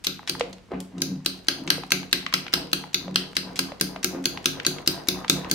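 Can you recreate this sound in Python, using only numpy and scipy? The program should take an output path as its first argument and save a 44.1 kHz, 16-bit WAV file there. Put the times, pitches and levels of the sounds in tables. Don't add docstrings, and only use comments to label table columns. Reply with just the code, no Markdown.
import sys
import numpy as np
from scipy import signal
from scipy.fft import rfft, irfft, next_fast_len
from scipy.io import wavfile
from scipy.ndimage import uniform_filter1d

SR = 44100
rng = np.random.default_rng(int(sys.argv[2]) if len(sys.argv) > 2 else 0)


def unload_wav(signal):
    wavfile.write(
        sys.argv[1],
        SR,
        np.round(np.clip(np.atleast_2d(signal).T, -1, 1) * 32767).astype(np.int16),
    )


N = 244314

# (time [s], clack [dB], body re clack [dB], force [dB], pitch of landing spot [Hz])
STRIKES = [(0.0675, -21.5, -5.5, -27.5, 3910), (0.2947, -25, -6.5, -27.5, 4630),
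           (1.018, -24, -8.5, -24.5, 4640), (1.26, -20.5, -8, -26, 4080), (1.4832, -19, -2.5, -25, 4460),
           (1.7019, -18.5, -.5, -22, 4290), (1.9186, -19, .5, -21.5, 2270), (2.1276, -18, -2, -24, 2380),
           (2.338, -20.5, 0.5, -25.5, 2380), (2.5367, -19, -2, -23.5, 5200),
           (2.7303, -21.5, -1.5, -24.5, 3060), (2.9435, -19, -8, -28.5, 4100), (3.1575, -19, -2, -26, 4750),
           (3.3661, -21.5, -3.5, -27.5, 4600), (3.5902, -23.5, -1, -23.5, 4900),
           (3.8099, -22, -5, -20.5, 5250), (4.0432, -25, -1.5, -21.5, 6050),
           (4.255, -21, -5.5, -23.5, 4650), (4.4569, -19.5, -3, -22, 3450), (4.6646, -20, -6, -20.5, 3940),
           (4.8743, -19, -6, -19.5, 4300), (5.085, -20.5, -6, -21, 3300), (5.2966, -17.5, -5, -18, 3630),
           (5.5124, -22, -6, -21, 4560)]
# (frequency [Hz], width [Hz], level [dB])
PLATE_MODES = [(770, 770, -18), (1070, 38, -10), (1309, 127, -3), (1607, 83, 1), (2007, 403, -4),
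               (2430, 630, 1), (2920, 676, 1), (3510, 109, -1.5), (3907, 232, -1.5), (4530, 453, -1.5),
               (4978, 140, 1.5), (6070, 680, -7.5), (7220, 1540, -18.5), (9610, 1500, -19.5),
               (12170, 270, -14.5), (13150, 4700, -27.5)]
# (frequency [Hz], level [dB], t60 [s])
TABLE_MODES = [(58.6, -20, 0.35), (98.9, -21.5, 0.38), (137.2, -10.5, 0.19), (151.5, -5.5, 0.35),
               (185.05, -0.5, 0.42), (246, -21, 0.83), (270.4, -1, 0.36), (294.8, -4.5, 0.31),
               (340.5, 3.5, 0.11), (367.4, -0.5, 0.23), (379.8, -15, 0.2), (422.7, 7, 0.06),
               (452.6, -12.5, 0.22), (562, -4.5, 0.11), (711, -20.5, 0.35), (778, 1.5, 0.033)]
# (time [s], peak [dB], centre [Hz], t60 [s])
LOUD_SLAPS = [(0.04, -24, 5000, .018), (0.0444, -15.5, 4900, 0.04), (0.2751, -18, 3400, 0.097),
              (.3963, -19.5, 3960, 0.024), (0.529, -28, 3840, 0.028), (0.8025, -22.5, 6300, .03),
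              (0.981, -33, 3900, 0.036), (1.6756, -18.5, 3040, 0.024), (1.9065, -16, 4250, 0.0056),
              (2.5303, -15.5, 3200, .013), (3.5578, -23.5, 4140, 0.12), (4.03, -19, 4030, 0.053),
              (4.6495, -12.5, 2830, 0.023), (5.281, -15, 3000, .012)]
# (time [s], level [dB], pitch [Hz], snap re note [dB])
POPS = [(.193, -30.5, 817, -13), (.351, -26.5, 865, -5), (.4088, -13, 477, 3.5), (.718, -21, 367, -13.5),
        (1.7811, -26, 456, -16), (1.835, -27, 760, 3), (2.0302, -34.5, 775, 9), (2.2639, -20, 1120, 8.5),
        (2.3257, -25.5, 1040, 8), (2.4654, -30.5, 755, 8), (2.4809, -25, 1370, 1), (2.8388, -29, 820, 0),
        (3.08, -28, 540, -2), (3.7194, -27, 564, -1), (3.9609, -25, 645, 4), (4.148, -29, 522, -14),
        (4.374, -28.5, 827, 13.5), (4.5988, -25.5, 1450, 7.5), (4.784, -31.5, 1370, 8.5),
        (5.246, -24, 880, 0), (5.4452, -35, 1240, 12.5)]
# (time [s], rumble [dB], half length [s], rumble pitch [Hz], slosh [dB])
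SCOOPS = [(.42, -44, 0.058, 207, -47), (0.736, -32.5, 0.017, 252, -35), (0.972, -34, 0.03, 190, -49),
          (1.09, -29, 0.041, 179, -52), (1.653, -34, 0.061, 228, -46), (2.6, -50, 0.024, 292, -39.5),
          (3.09, -34, 0.049, 187, -51.5), (3.49, -44, 0.041, 188, -45), (4.162, -32, 0.028, 280, -43),
          (5.46, -41.5, 0.021, 290, -39)]
# (frequency [Hz], relative level [dB])
AIR_SPECTRUM = [(10, -30), (28, -13), (50, 0), (100, -8), (250, -4.5), (600, -17.5), (2000, -20),
                (6000, -28.5), (16000, -47)]
# (frequency [Hz], level [dB])
HUM_PARTIALS = [(50, -69), (100, -62)]
# (frequency [Hz], t60 [s])
ROOM_DECAY = [(100, 0.49), (400, 0.42), (1500, 0.37), (4500, 0.35), (8000, 0.3), (15000, 0.28)]

THUMP_DB, TREBLE_DB = -1.5, -2
ENTRY_LEAD_S, ENTRY_SCATTER_S, ENTRY_HZ, ENTRY_T60_S = .014, .001, 3870, 0.031
ENTRY_DB, ENTRY_DB_PER_S = -35.5, 2
POP_T60_CYCLES = 24.7
SWEEP_LAG_S, SWEEP_HALF_S, SWEEP_SCATTER_S = .1, .04, .005
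SLOSH_DB, SLOSH_DB_PER_S = -59, 3.5
BUBBLE_HZ, BUBBLE_HZ_PER_S = 546, 45
CRACKLE_RE_CLACK_DB, CRACKLE_LAG_S, CRACKLE_SCATTER_S = -17, .13, 0.063
TOP_HZ = 15800


def fork(room):
    out = np.zeros((2, N))
    for s, db, body_db, force_db, spot_hz in STRIKES:
        tail = (room + 1.5 * walls()) / np.hypot(1, 1.5)
        ring = clack(body_db, force_db + TREBLE_DB - db, spot_hz)
        add(out, s, amp(db) * in_room(ring, tail, wet_db=-6) * amp([[.4], [-.4]]))
        add(out, s, amp(force_db + THUMP_DB) * in_room(thump(), tail, wet_db=-5))
    return out


def contact():
    t = clock(2048)
    fade = (amp(-60 * t / 0.026) + amp(-24.5 - 60 * t / 0.1)) * (1.05 - np.exp(-t / 0.00031)) ** 2
    rattle = stereo_noise(side_db=-0.5, size=2048) * fade
    for _ in range(4):
        rattle = irfft(np.exp(1j * np.angle(rfft(rattle)))) * np.sqrt(fade)
    return rattle


def clack(body_db, treble_db, spot_hz):
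    modes = [(hz, width_hz, db + rng.normal(0, 2.08) + 5 * np.exp(-((hz - spot_hz) / 400) ** 2))
             for hz, width_hz, db in PLATE_MODES]

    def response(f):
        plate = sum((-1) ** k * amp(db) * resonance(f, hz, width_hz)
                    for k, (hz, width_hz, db) in enumerate(modes))
        table_echo = 0.091 * np.exp(-2j * np.pi * f * 0.0019)
        return plate * (1 + table_echo)

    ring = filtered(contact(), response)
    bands = [signal.butter(3, hz, kind, fs=SR, output="sos")
             for hz, kind in [(3200, "low"), ([3200, 7000], "band"), (7000, "high")]]
    body, middle, treble = (burst(signal.sosfiltfilt(band, ring, padtype=None)) for band in bands)
    return amp(body_db) * body + middle + amp(treble_db) * treble


def thump():
    t = clock(26000)
    ring = np.zeros_like(t)
    for k, (hz, db, t60_s) in enumerate(TABLE_MODES):
        fade = amp(db + rng.normal(0, 1.6) - 60 * t / t60_s)
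        ring += fade * np.sin(2 * np.pi * hz * t + rng.normal(0, 1.0) + k * np.pi)
    knock = np.sin(2 * np.pi * 310 * t) * amp(8.5 - 60 * t / 0.027)
    return burst(ring * (1 - np.exp(-t / 0.021)) + knock * (1 - np.exp(-t / 0.00059)))


def slaps(room):
    out, t = np.zeros((2, N)), clock(4096)
    entries = [(s - ENTRY_LEAD_S + rng.normal(0, ENTRY_SCATTER_S),
                ENTRY_DB + ENTRY_DB_PER_S * s, ENTRY_HZ, ENTRY_T60_S) for s, *_ in STRIKES]
    for s, db, hz, t60_s in entries + LOUD_SLAPS:
        noise = stereo_noise(side_db=-6, size=4096)
        flicker = np.repeat(amp(rng.normal(0, 3, 128)), 32)
        snaps = noise * flicker * amp(-60 * t / t60_s)
        slap = filtered(snaps, lambda f: resonance(f, hz, 1.74 * hz) * resonance(f, hz, 9 * hz)
                        / (1 + (f / (2.06 * hz)) ** 4))
        add(out, s, amp(db) * in_room(slap / np.abs(slap).max(), room, wet_db=-6))
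    return out


def pops(room):
    out, t = np.zeros((2, N)), clock(8192)
    for s, db, hz, snap_db in POPS:
        glide_hz = hz * (1 + 1.76 * np.exp(-t / 0.00065) + 0.01 * np.exp(-t / 0.0052))
        note = np.sin(2 * np.pi * np.cumsum(glide_hz) / SR) * amp(-60 * t * hz / POP_T60_CYCLES)
        snap = filtered(contact(), lambda f: resonance(f, 2540, 2000) * resonance(f, 1600, 6800))
        pop = np.array([note, note])
        add(pop, 0, amp(snap_db) * snap / np.abs(snap).max())
        muffled = filtered(pop, lambda f: 1 / (1 + (f / 6000) ** 4))
        add(out, s, amp(db) * in_room(muffled, room, wet_db=-8.5))
    return out


def slosh(room):
    out = np.zeros((2, N))
    sweeps = [(s + SWEEP_LAG_S + rng.normal(0, SWEEP_SCATTER_S),
               SLOSH_DB + SLOSH_DB_PER_S * s, SWEEP_HALF_S) for s, *_ in STRIKES]
    sweeps += [(s, slosh_db, half_s) for s, _, half_s, _, slosh_db in SCOOPS]
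    for s, db, half_s in sweeps:
        hz = BUBBLE_HZ + BUBBLE_HZ_PER_S * s
        gurgle = bubbles(half_s, centre_hz=hz, log_spread=0.513, t60_cycles=11.7)
        froth = bubbles(half_s, centre_hz=3 * hz, log_spread=0.786, t60_cycles=8.5)
        muffled = filtered(gurgle + amp(-8) * froth, lambda f: 1 / (1 + (f / 3200) ** 2))
        add(out, s - .25, amp(db) * in_room(muffled, room, wet_db=1))
    return out


def bubbles(half_s, centre_hz, log_spread, t60_cycles):
    count = int(2400 * half_s) + 1
    when, pitch, size = rng.standard_normal((count, 3)).T
    hz = np.clip(centre_hz * np.exp(log_spread * pitch), 200, 12000)[:, None]
    age = hz * clock(1024) / t60_cycles
    level_db = 6 * np.minimum(size, 2) - 1.5 * when ** 2
    notes = amp(level_db[:, None] - 60 * age) * np.sin(2 * np.pi * t60_cycles * age * (1 + 0.087 * age))
    starts = (np.clip(.25 + half_s * when, 0, .5) * SR).astype(int)
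    indices = starts[:, None] + np.arange(1024)
    swell = np.bincount(indices.ravel(), notes.ravel(), SR // 2)[:SR // 2]
    return unit(swell) * np.sqrt(4 * half_s)


def crackle(room):
    out, t = np.zeros((2, N)), clock(512)
    for s, clack_db, *_ in STRIKES:
        for when, pitch, size, pan_db in rng.standard_normal((16, 4)):
            hz = np.clip(4200 * np.exp(.6 * pitch), 1000, 13000)
            tick = np.sin(2 * np.pi * hz * t) * amp(-60 * hz * t / 3.2)
            db = clack_db + CRACKLE_RE_CLACK_DB + 6 * np.clip(size, -2, 1.8)
            start_s = s + CRACKLE_LAG_S + CRACKLE_SCATTER_S * when
            add(out, start_s, amp([[db + pan_db], [db - pan_db]]) * tick)
    return in_room(out, room, wet_db=-10)[:, :N]


def drags():
    out, t = np.zeros((2, N)), clock(SR // 2)
    for s, db, half_s, hz, _ in SCOOPS:
        push = rng.standard_normal(t.size) * np.exp(-.5 * ((t - .25) / half_s) ** 2)
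        shake = signal.fftconvolve(push, thump())
        rumble = filtered(shake, lambda f: resonance(f, hz, 0.81 * hz) ** 2)
        peak_rms = np.sqrt(uniform_filter1d(rumble ** 2, size=2500).max())
        add(out, s - .25, amp(db) * rumble / peak_rms)
    return out


def background():
    air = unit(filtered(stereo_noise(side_db=-4.5, size=N), lambda f: amp(along(AIR_SPECTRUM, f))))
    hum = sum(amp(db) * np.sqrt(2) * np.sin(2 * np.pi * hz * clock(N)) for hz, db in HUM_PARTIALS)
    return amp(-55) * air + hum


def walls():
    hz, t, spectra = signal.stft(rng.standard_normal((2, SR // 2)), SR, nperseg=256)
    shared = np.exp(-hz / 350)[:, None]
    spectra = (spectra + shared * spectra[::-1]) / np.hypot(1, shared)
    fade = amp(-60 * t / along(ROOM_DECAY, hz)[:, None])
    tail = signal.istft(spectra * fade, SR, nperseg=256)[1]
    tail *= 1 - np.exp(-(clock(tail.shape[1]) / 0.00022) ** 2)
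    return tail / np.linalg.norm(tail[0])


def in_room(x, tail, wet_db):
    out = amp(wet_db) * signal.fftconvolve(np.atleast_2d(x), tail, axes=1)
    add(out, 0, x)
    return out


def stereo_noise(side_db, size):
    mid, side = rng.standard_normal((2, size))
    return unit(np.array([mid + amp(side_db) * side, mid - amp(side_db) * side]))


def filtered(x, response):
    n = x.shape[-1]
    padded = next_fast_len(n + 4096)
    return irfft(rfft(x, padded) * response(np.fft.rfftfreq(padded, 1 / SR)), padded)[..., :n]


def resonance(f, hz, width_hz):
    return 1j * f * width_hz / (hz * hz - f * f + 1j * f * width_hz)


def add(track, s, sound):
    start = max(round(s * SR), 0)
    part = sound[..., :max(N - start, 0)]
    track[..., start:start + part.shape[-1]] += part


def amp(db):
    return 10 ** (np.asarray(db) / 20)


def unit(x):
    return x / np.sqrt(np.mean(x ** 2) + 1e-20)


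def burst(x):
    return unit(x) * np.sqrt(SR / 100 / x.shape[-1])


def along(points, hz):
    knots_hz, values = np.transpose(points)
    return np.interp(np.log(hz + 1), np.log(knots_hz + 1), values)


def clock(size):
    return np.arange(size) / SR


def scene():
    room = walls()
    beating = fork(room) + slaps(room) + pops(room) + slosh(room) + crackle(room) + drags()
    return beating * amp([[.25], [-.25]]) + background()


def record(dry):
    thin = signal.sosfilt(signal.butter(2, 28, "high", fs=SR, output="sos"), dry)
    return filtered(np.clip(thin, -1, 1), lambda hz: 1 / np.sqrt(1 + (hz / TOP_HZ) ** 300))


dry = scene()
out = record(dry)
unload_wav(out)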